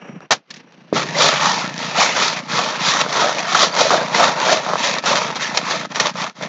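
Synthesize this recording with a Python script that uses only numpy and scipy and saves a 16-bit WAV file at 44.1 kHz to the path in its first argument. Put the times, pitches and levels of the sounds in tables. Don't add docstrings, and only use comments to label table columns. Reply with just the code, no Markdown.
import sys
import numpy as np
from scipy import signal
from scipy.fft import rfft, irfft
from scipy.io import wavfile
from scipy.ndimage import uniform_filter1d

SR = 44100
rng = np.random.default_rng(int(sys.argv[2]) if len(sys.argv) > 2 else 0)


def unload_wav(signal):
    wavfile.write(
        sys.argv[1],
        SR,
        np.round(np.clip(np.atleast_2d(signal).T, -1, 1) * 32767).astype(np.int16),
    )


N = 285768


def undb(db):
    return 10 ** (np.asarray(db) / 20)


def unit(x):
    return x / np.sqrt(np.mean(x ** 2))


def seconds_axis():
    return np.arange(N) / SR


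def colour(x, points):
    size = 4096
    hz, db = np.transpose(points)
    bins = np.maximum(np.arange(size // 2 + 1) * SR / size, 1)
    gain = undb(np.interp(np.log(bins), np.log(hz), db))
    cepstrum = irfft(np.log(gain))
    cepstrum[1:size // 2] *= 2
    cepstrum[size // 2 + 1:] = 0
    response = irfft(np.exp(rfft(cepstrum)))
    return signal.fftconvolve(x, response)[:N]


def resonate(x, modes):
    out = 0
    for hz, width, db in modes:
        b, a = signal.iirpeak(hz, hz / width, fs=SR)
        out = out + undb(db) * signal.lfilter(b, a, x)
    return out


def fade(x, seconds):
    return signal.lfilter([1], [1, -np.exp(-1 / (seconds * SR))], x)


def impacts(rate, spread_db):
    struck = rng.random(N) < rate / SR
    return struck * undb(spread_db * np.clip(rng.standard_normal(N), -2, 2))


def grains(rate, spread_db):
    return unit(impacts(rate, spread_db) * rng.choice([-1, 1], N))


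def walk(rate):
    step = int(SR / rate)
    steps = np.repeat(rng.standard_normal(N // step + 1), step)[:N]
    return unit(uniform_filter1d(uniform_filter1d(steps, step), step))


STOP_DB_PER_S = 720


def held(start, end):
    t = seconds_axis()
    outside = np.clip(np.maximum(start - t, t - end), 0, .5)
    return undb(-STOP_DB_PER_S * outside)


def spells(rows):
    return sum(np.outer(undb([dull_db, grit_db]), held(start, end)) ** 2 for start, end, dull_db, grit_db in rows)


# (frequency [Hz], relative level [dB])
FLUTTER_TONE = [(25, -47), (95, -29.5), (130, -1.5), (175, 3.5), (235, 0.5), (330, -7), (600, -61.5)]
FLUTTER_HZ, FLUTTER_START_S = 29.082, 0.022
FLUTTER_DB = -35


def flutter(motion, uneven_db, smear, follow_db):
    beats = np.arange(FLUTTER_START_S, N / SR, 1 / FLUTTER_HZ)
    late, strong = rng.uniform(-1, 1, (len(beats), 2)).T
    starts = ((beats + 0.0008 * late) * SR).astype(int)
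    pulses = np.zeros(N)
    pulses[np.minimum(starts, N - 1)] = undb(uneven_db * strong)
    puffs = unit(fade(pulses, 0.018) * rng.standard_normal(N))
    ragged = unit(pulses) + smear * puffs
    gain = np.minimum(undb(FLUTTER_DB), motion * undb(follow_db))
    return unit(colour(ragged, FLUTTER_TONE)) * gain


# (frequency [Hz], relative level [dB])
RUSTLE = [(100, -7), (250, 2), (500, 1.5), (1200, -4.5), (2000, -8), (2800, -8), (3600, -27), (5000, -42)]
RUSTLE_GRIT = [(700, -18), (1800, 0), (4000, -3), (6200, -10), (7500, -27)]
# (start [s], end [s], dull rustle level [dB], grit level [dB])
SHUFFLES = [(0, 0.18, -42, -71), (0.215, 0.255, -46.5, -70), (0.35, 0.385, -48, -59),
            (0.51, 0.61, -48, -50), (0.62, 0.71, -54.5, -69), (0.73, 0.93, -53, -60.5)]
STILL_DB = -65


def shuffling(dull_gain, grit_gain, throb_db):
    dull = unit(colour(rng.standard_normal(N), RUSTLE))
    grit = unit(colour(grains(rate=2500, spread_db=4), RUSTLE_GRIT))
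    whine = unit(resonate(rng.standard_normal(N), [(1680, 12, 3), (5700, 120, -11)]))
    throb = np.cos(2 * np.pi * FLUTTER_HZ * (seconds_axis() - FLUTTER_START_S))
    patches = undb(2 * walk(70) + throb_db * throb)
    rustle = (dull + undb(-14) * whine) * dull_gain + grit * grit_gain
    return rustle * patches + undb(STILL_DB) * (dull + undb(-5) * grit)


# (middle [s], length [s], starting pitch [Hz], ending pitch [Hz], level [dB])
SUCKS = [(1.095, 0.024, 1820, 1900, -29), (1.155, 0.024, 1880, 1970, -26.5),
         (1.462, 0.016, 1175, 1320, -15), (1.635, 0.1, 1295, 1374, -28), (1.741, 0.26, 1810, 1700, -42),
         (3.551, 0.02, 1230, 1330, -15.5), (3.729, 0.015, 4600, 4750, -26), (3.937, 0.099, 734, 620, -21),
         (4.15, 0.02, 1980, 2130, -18), (4.516, 0.041, 707, 617, -18)]


def suction(rough_hz):
    out = np.zeros(N)
    for middle, length, from_hz, to_hz, db in SUCKS:
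        count = int(length * SR)
        hz = np.linspace(from_hz, to_hz, count) + rough_hz * walk(500)[:count]
        whistle = np.sqrt(2) * np.sin(2 * np.pi * np.cumsum(hz) / SR)
        unsteady = 1 + .5 * walk(300)[:count]
        start = int((middle - length / 2) * SR)
        out[start:start + count] += undb(db) * np.hanning(count) * whistle * unsteady
    return out


# (frequency [Hz], width [Hz], relative level [dB])
BENDING = [(507, 160, -4), (613, 128, -3), (663, 190, -12), (922, 200, -3), (1132, 184, -4.5),
           (1282, 98, -3)]
# (frequency [Hz], width [Hz], relative level [dB])
RINGING = [(1838, 180, 5.5), (2130, 440, 3), (2508, 346, 0.5), (3190, 480, -1.5), (3645, 450, -3),
           (4274, 1730, 1.5), (5600, 590, 0.5), (6440, 2100, -11.5)]
# (frequency [Hz], relative level [dB])
MUD = [(150, -29), (330, -11), (480, -3), (900, 1), (1400, -3.5), (1900, -7.5), (3000, -30)]
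GRIT = [(700, -9), (1400, -3), (1800, 2.7), (4000, 4), (6300, 1.3), (7200, -3), (7800, -12), (8600, -55)]
CATCH_DB = -41


def catches(grit_db, below_db):
    hits = grains(rate=30, spread_db=3)
    high = unit(colour(resonate(hits, RINGING), GRIT))
    low = unit(colour(resonate(hits, BENDING), MUD))
    return (high + undb(-3) * low) * undb(np.minimum(CATCH_DB, grit_db - below_db))


# (time [s], peak level [dB])
CRACKS = [(1.29, 2), (1.741, -9), (1.779, -5.5), (3.014, 8), (3.392, -0.5), (3.751, 1), (4.148, 2),
          (4.401, 2.5), (4.939, 1), (4.985, 1.5), (5.077, -3), (5.104, 1), (5.157, 5), (5.421, -2),
          (5.958, 0.5), (5.999, 6.5), (6.069, 3.5), (6.218, -2)]
# (time [s], peak level [dB])
KNOCKS = [(0.2055, -27), (1.327, -10), (3.063, -10), (3.551, -7), (3.752, -13), (3.9055, -1), (4.149, -5.5),
          (4.664, -9), (4.692, -11), (4.7345, -3), (4.756, -3), (4.966, -9.5), (5.038, -12), (5.851, -15),
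          (6.155, -15), (6.411, -14.5)]


def blows(rows, bending_db, ringing_db, crumble_s, crumble_db):
    out, t = np.zeros(N + SR), np.arange(SR // 20) / SR
    tick = signal.unit_impulse(N)
    high = unit(colour(resonate(tick, RINGING), GRIT)[:len(t)])
    low = unit(colour(resonate(tick, BENDING), MUD)[:len(t)])
    ring = undb(ringing_db) * high + undb(bending_db) * low
    for when, db in rows:
        crumble = rng.standard_normal(len(t)) * np.exp(-t / crumble_s)
        force = tick[:len(t)] + undb(crumble_db) * crumble
        snap = signal.fftconvolve(force, ring)[:len(t)]
        start = int(when * SR)
        out[start:start + len(t)] += undb(db) * snap / np.abs(snap).max()
    return out[:N]


# (time [s], level [dB], hold [s], decay [s], low part against the high [dB])
THRUSTS = [(0.3062, -11.5, 0.019, 0.0115, -0.5), (0.503, -30, 0.008, 0.0066, -16),
           (0.539, -32.5, 0.004, 0.005, -20), (0.559, -41.5, 0.011, 0.011, -12),
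           (0.721, -48, 0.002, 0.003, 0), (3.124, -23, 0.006, 0.02, 0), (3.55, -19, 0.006, 0.012, 5),
           (3.786, -17, 0.008, 0.014, 1), (3.904, -22, 0.012, 0.02, 9), (4.149, -20.5, 0.028, 0.02, -1),
           (5.057, -18.5, 0.0046, 0.011, -2), (5.355, -24.5, 0.011, 0.012, -2),
           (5.571, -9.5, 0.0056, 0.0035, -5.5), (5.946, -26, 0.02, 0.019, -1),
           (5.999, -12, 0.005, 0.012, -4)]
# (frequency [Hz], relative level [dB])
THRUST_LOW = [(40, -40), (120, -4), (280, -7), (550, 4.5), (1000, 4.5), (1500, 1.5), (2400, -19),
              (5000, -24.5)]
# (frequency [Hz], relative level [dB])
SPRAY = [(3000, -23), (5500, -7.5), (7000, 17), (8500, -23.5), (10000, -11)]


def thrusts():
    t = seconds_axis()
    high = unit(colour(resonate(grains(rate=5000, spread_db=2), RINGING), GRIT))
    low = unit(colour(grains(rate=4000, spread_db=2), THRUST_LOW))
    spray = unit(colour(rng.standard_normal(N), SPRAY))
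    out = np.zeros(N)
    for start, db, hold, decay, low_db in THRUSTS:
        attack = np.clip((t - start) / 0.002, 0, 1)
        gain = undb(db) * attack * np.exp(-np.maximum(t - start - hold, 0) / decay)
        out += gain * (high + undb(low_db) * low + undb(-4.5) * gain * spray)
    return out


# (frequency [Hz], time to fall 60 dB [s], relative level [dB])
BOOT = [(492, 0.009, 8), (900, 0.0075, -7), (315, 0.03, -7), (190, 0.09, -22)]
# (frequency [Hz], relative level [dB])
RUMBLE = [(25, -33.5), (90, -23.5), (135, -0.5), (175, -2), (280, -2.5), (420, 0), (700, -30.5),
          (1500, -58.5)]
# (frequency [Hz], width of one pass [Hz], relative level [dB])
HOLLOW = [(158, 35, 0)]
BOOT_S = 0.9272
SINK_DB, SINK_DB_PER_S = -22, 90
HOLLOW_DB, HOLLOW_DB_PER_S = -30, 15


def boot(gain_db):
    t = np.maximum(seconds_axis() - BOOT_S, 0)
    knock = np.zeros(N)
    for hz, t60, db in BOOT:
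        knock += undb(db) * np.sin(2 * np.pi * hz * t) * np.exp(-np.log(1000) * t / t60)
    soft_sole = 1 - np.exp(-t / 0.0009)
    clods = grains(rate=700, spread_db=3)
    sink = undb(SINK_DB - SINK_DB_PER_S * t) * unit(colour(clods, RUMBLE))
    hollow = unit(resonate(resonate(clods, HOLLOW), HOLLOW))
    boom = undb(HOLLOW_DB - HOLLOW_DB_PER_S * t) * hollow
    return (undb(gain_db) * knock + sink + boom) * soft_sole


SWELL_DB, SLACKEN_DB, SWELL_CURVE, SLACKEN_CURVE = 10.7, 12.5, 1.48, 1.13


def push(start, hardest, end):
    t = seconds_axis()
    before = np.clip((hardest - t) / max(hardest - start, 1e-3), 0, 1)
    after = np.clip((t - hardest) / max(end - hardest, 1e-3), 0, 1)
    return held(start, end) * undb(-SWELL_DB * before ** SWELL_CURVE - SLACKEN_DB * after ** SLACKEN_CURVE)


# (start [s], hardest [s], end [s], mud level [dB], grit level [dB], pitch of the mud at the hardest [Hz])
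STROKES = [(0.943, 0.967, 1.037, -18.0, -19.0, 920), (1.156, 1.244, 1.379, -14.5, -13.5, 920),
           (1.322, 1.462, 1.618, -17.0, -18.0, 960), (1.597, 1.61, 1.747, -26.5, -27.0, 1300),
           (1.749, 1.83, 1.957, -34.5, -27.5, 880), (1.958, 2.016, 2.127, -14.0, -13.0, 920),
           (2.12, 2.229, 2.342, -18.0, -17.0, 1080), (2.491, 2.575, 2.786, -19.5, -20.5, 960),
           (2.812, 2.889, 2.974, -22.0, -14.0, 1040), (2.874, 3.019, 3.043, -17.0, -18.0, 1070),
           (3.118, 3.212, 3.378, -16.0, -19.0, 920), (3.372, 3.397, 3.458, -24.5, -23.5, 880),
           (3.475, 3.649, 3.678, -14.5, -15.0, 1040), (3.748, 3.811, 3.96, -14.0, -17.5, 830),
           (3.902, 3.943, 4.046, -14.0, -21.0, 760), (4.132, 4.243, 4.331, -12.5, -15.0, 990),
           (4.374, 4.534, 4.594, -14.0, -17.0, 856), (4.655, 4.685, 4.786, -22.0, -39.0, 800),
           (4.782, 4.862, 4.992, -23.0, -17.5, 925), (5.041, 5.081, 5.307, -16.0, -18.0, 970),
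           (5.396, 5.432, 5.524, -26.5, -21.0, 990), (5.535, 5.578, 5.611, -23.5, -21.5, 820),
           (5.641, 5.719, 5.853, -21.5, -22.5, 924), (5.954, 6.082, 6.111, -21.0, -22.0, 890),
           (6.153, 6.228, 6.294, -23.0, -24.5, 1030), (6.408, 6.442, 6.488, -28.5, -28.0, 790)]
# (start [s], end [s], mud level [dB], grit level [dB])
DRAGS = [(0.935, 1.659, -32.0, -31.5), (1.693, 1.791, -41.0, -40.5), (1.805, 2.397, -29.0, -28.5),
         (2.383, 2.503, -38.5, -42.0), (2.539, 4.993, -27.5, -30.5), (5.064, 5.85, -30.0, -33.5),
         (5.916, 5.92, -29.0, -32.0), (6.371, 6.418, -42.5, -42.5)]
DRAG_HZ = 850
GRIT_LEAD_S = 0.003
SAG_OCT_PER_S = 1.0


def levering():
    t = seconds_axis()
    mud, grit = spells(DRAGS)
    octave = mud * np.log2(DRAG_HZ)
    for start, hardest, end, mud_db, grit_db, hz in STROKES:
        power = (undb(mud_db) * push(start, hardest, end)) ** 2
        mud = mud + power
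        grit = grit + (undb(grit_db) * push(start, hardest - GRIT_LEAD_S, end)) ** 2
        octave = octave + power * (np.log2(hz) - SAG_OCT_PER_S * np.clip(t - hardest, -.5, .5))
    return 10 * np.log10(mud), 10 * np.log10(grit), 2 ** (octave / mud)


def blade(x, modes, centre_hz, focus_db, shift_db):
    gains = []
    for hz, _, _ in modes:
        distance = np.abs(np.log2(hz / centre_hz))
        gains.append(undb(shift_db * walk(13) - focus_db * distance))
    norm = np.sqrt(np.mean(np.square(gains), axis=0))
    return sum(resonate(x, [mode]) * gain for mode, gain in zip(modes, gains)) / norm


def stick_slip(rate, release_s, creep):
    slips = (rng.random(N) < rate / SR) * rng.random(N) ** 2
    speed = creep + unit(fade(slips, release_s))
    return unit(speed / uniform_filter1d(speed, SR // 16))


def squelch(rate, low_hz, high_hz, cycles, glide):
    out, t = np.zeros(N + SR), np.arange(SR // 20) / SR
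    for when, pitch, size in rng.random((int(rate * N / SR), 3)):
        hz = low_hz * (high_hz / low_hz) ** pitch
        age = t * hz / cycles
        rise = 1 + glide * np.minimum(age, 10)
        start = int(when * N)
        out[start:start + len(t)] += size ** 2 * np.exp(-age) * np.sin(2 * np.pi * hz * t * rise)
    return unit(out[:N])


GRIT_HZ, GRIT_OCT_PER_DB = 2960, 0.06


def digging(mud_db, grit_db, mud_hz):
    grit_hz = GRIT_HZ * 2 ** (GRIT_OCT_PER_DB * np.maximum(grit_db + 20, -20))
    slips = stick_slip(rate=190, release_s=0.004, creep=2.6)
    clods = blade(grains(rate=1100, spread_db=-1.5), BENDING, mud_hz, focus_db=11.0, shift_db=4.0)
    sand = blade(grains(rate=4500, spread_db=-1.0), RINGING, grit_hz, focus_db=6.0, shift_db=2.5)
    wet = squelch(rate=120, low_hz=532.3, high_hz=1643, cycles=13.7, glide=0.037)
    fizz = squelch(rate=170, low_hz=1909, high_hz=6510, cycles=36, glide=0.0074)
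    heave = unit(colour(grains(rate=900, spread_db=3), RUMBLE))
    grinding = undb(-1) * unit(colour(clods, MUD)) * slips
    mud = undb(mud_db) * (grinding + undb(-7.0) * wet + undb(-17) * heave)
    grit = undb(grit_db) * (undb(-0.4) * unit(colour(sand, GRIT)) + undb(-11.0) * fizz)
    spray = undb(1.68 * grit_db - 6) * unit(colour(rng.standard_normal(N), SPRAY))
    return (mud + (grit + spray) * slips) * (seconds_axis() > BOOT_S)


def scene():
    mud_db, grit_db, mud_hz = levering()
    rustle, scratch = np.sqrt(spells(SHUFFLES))
    low = flutter(undb(mud_db) + rustle, uneven_db=4.5, smear=0.9, follow_db=2.5)
    shuffles = shuffling(rustle, scratch, throb_db=3)
    stones = catches(grit_db, below_db=8)
    cracks = undb(-9.0) * blows(CRACKS, bending_db=-5.5, ringing_db=-1.0, crumble_s=0.0022, crumble_db=-16.5)
    knocks = blows(KNOCKS, bending_db=9.5, ringing_db=-9.5, crumble_s=0.0038, crumble_db=-25)
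    strikes = cracks + knocks + thrusts() + boot(gain_db=0.5)
    strokes = digging(mud_db, grit_db, mud_hz) + suction(rough_hz=85.0)
    return (low + shuffles + stones + strikes + strokes)[None]


BOTTOM_HZ, TOP_HZ = 108, 8450


def record(dry):
    thin = signal.sosfilt(signal.butter(3, BOTTOM_HZ, "high", fs=SR, output="sos"), dry)
    dull = signal.sosfilt(signal.butter(12, 7400, fs=SR, output="sos"), thin)
    rounded = dull / (1 + (dull / .87) ** 8) ** (1 / 8)
    return signal.sosfiltfilt(signal.ellip(8, .1, 50, TOP_HZ, fs=SR, output="sos"), rounded)


dry = scene()
out = record(dry)
unload_wav(out)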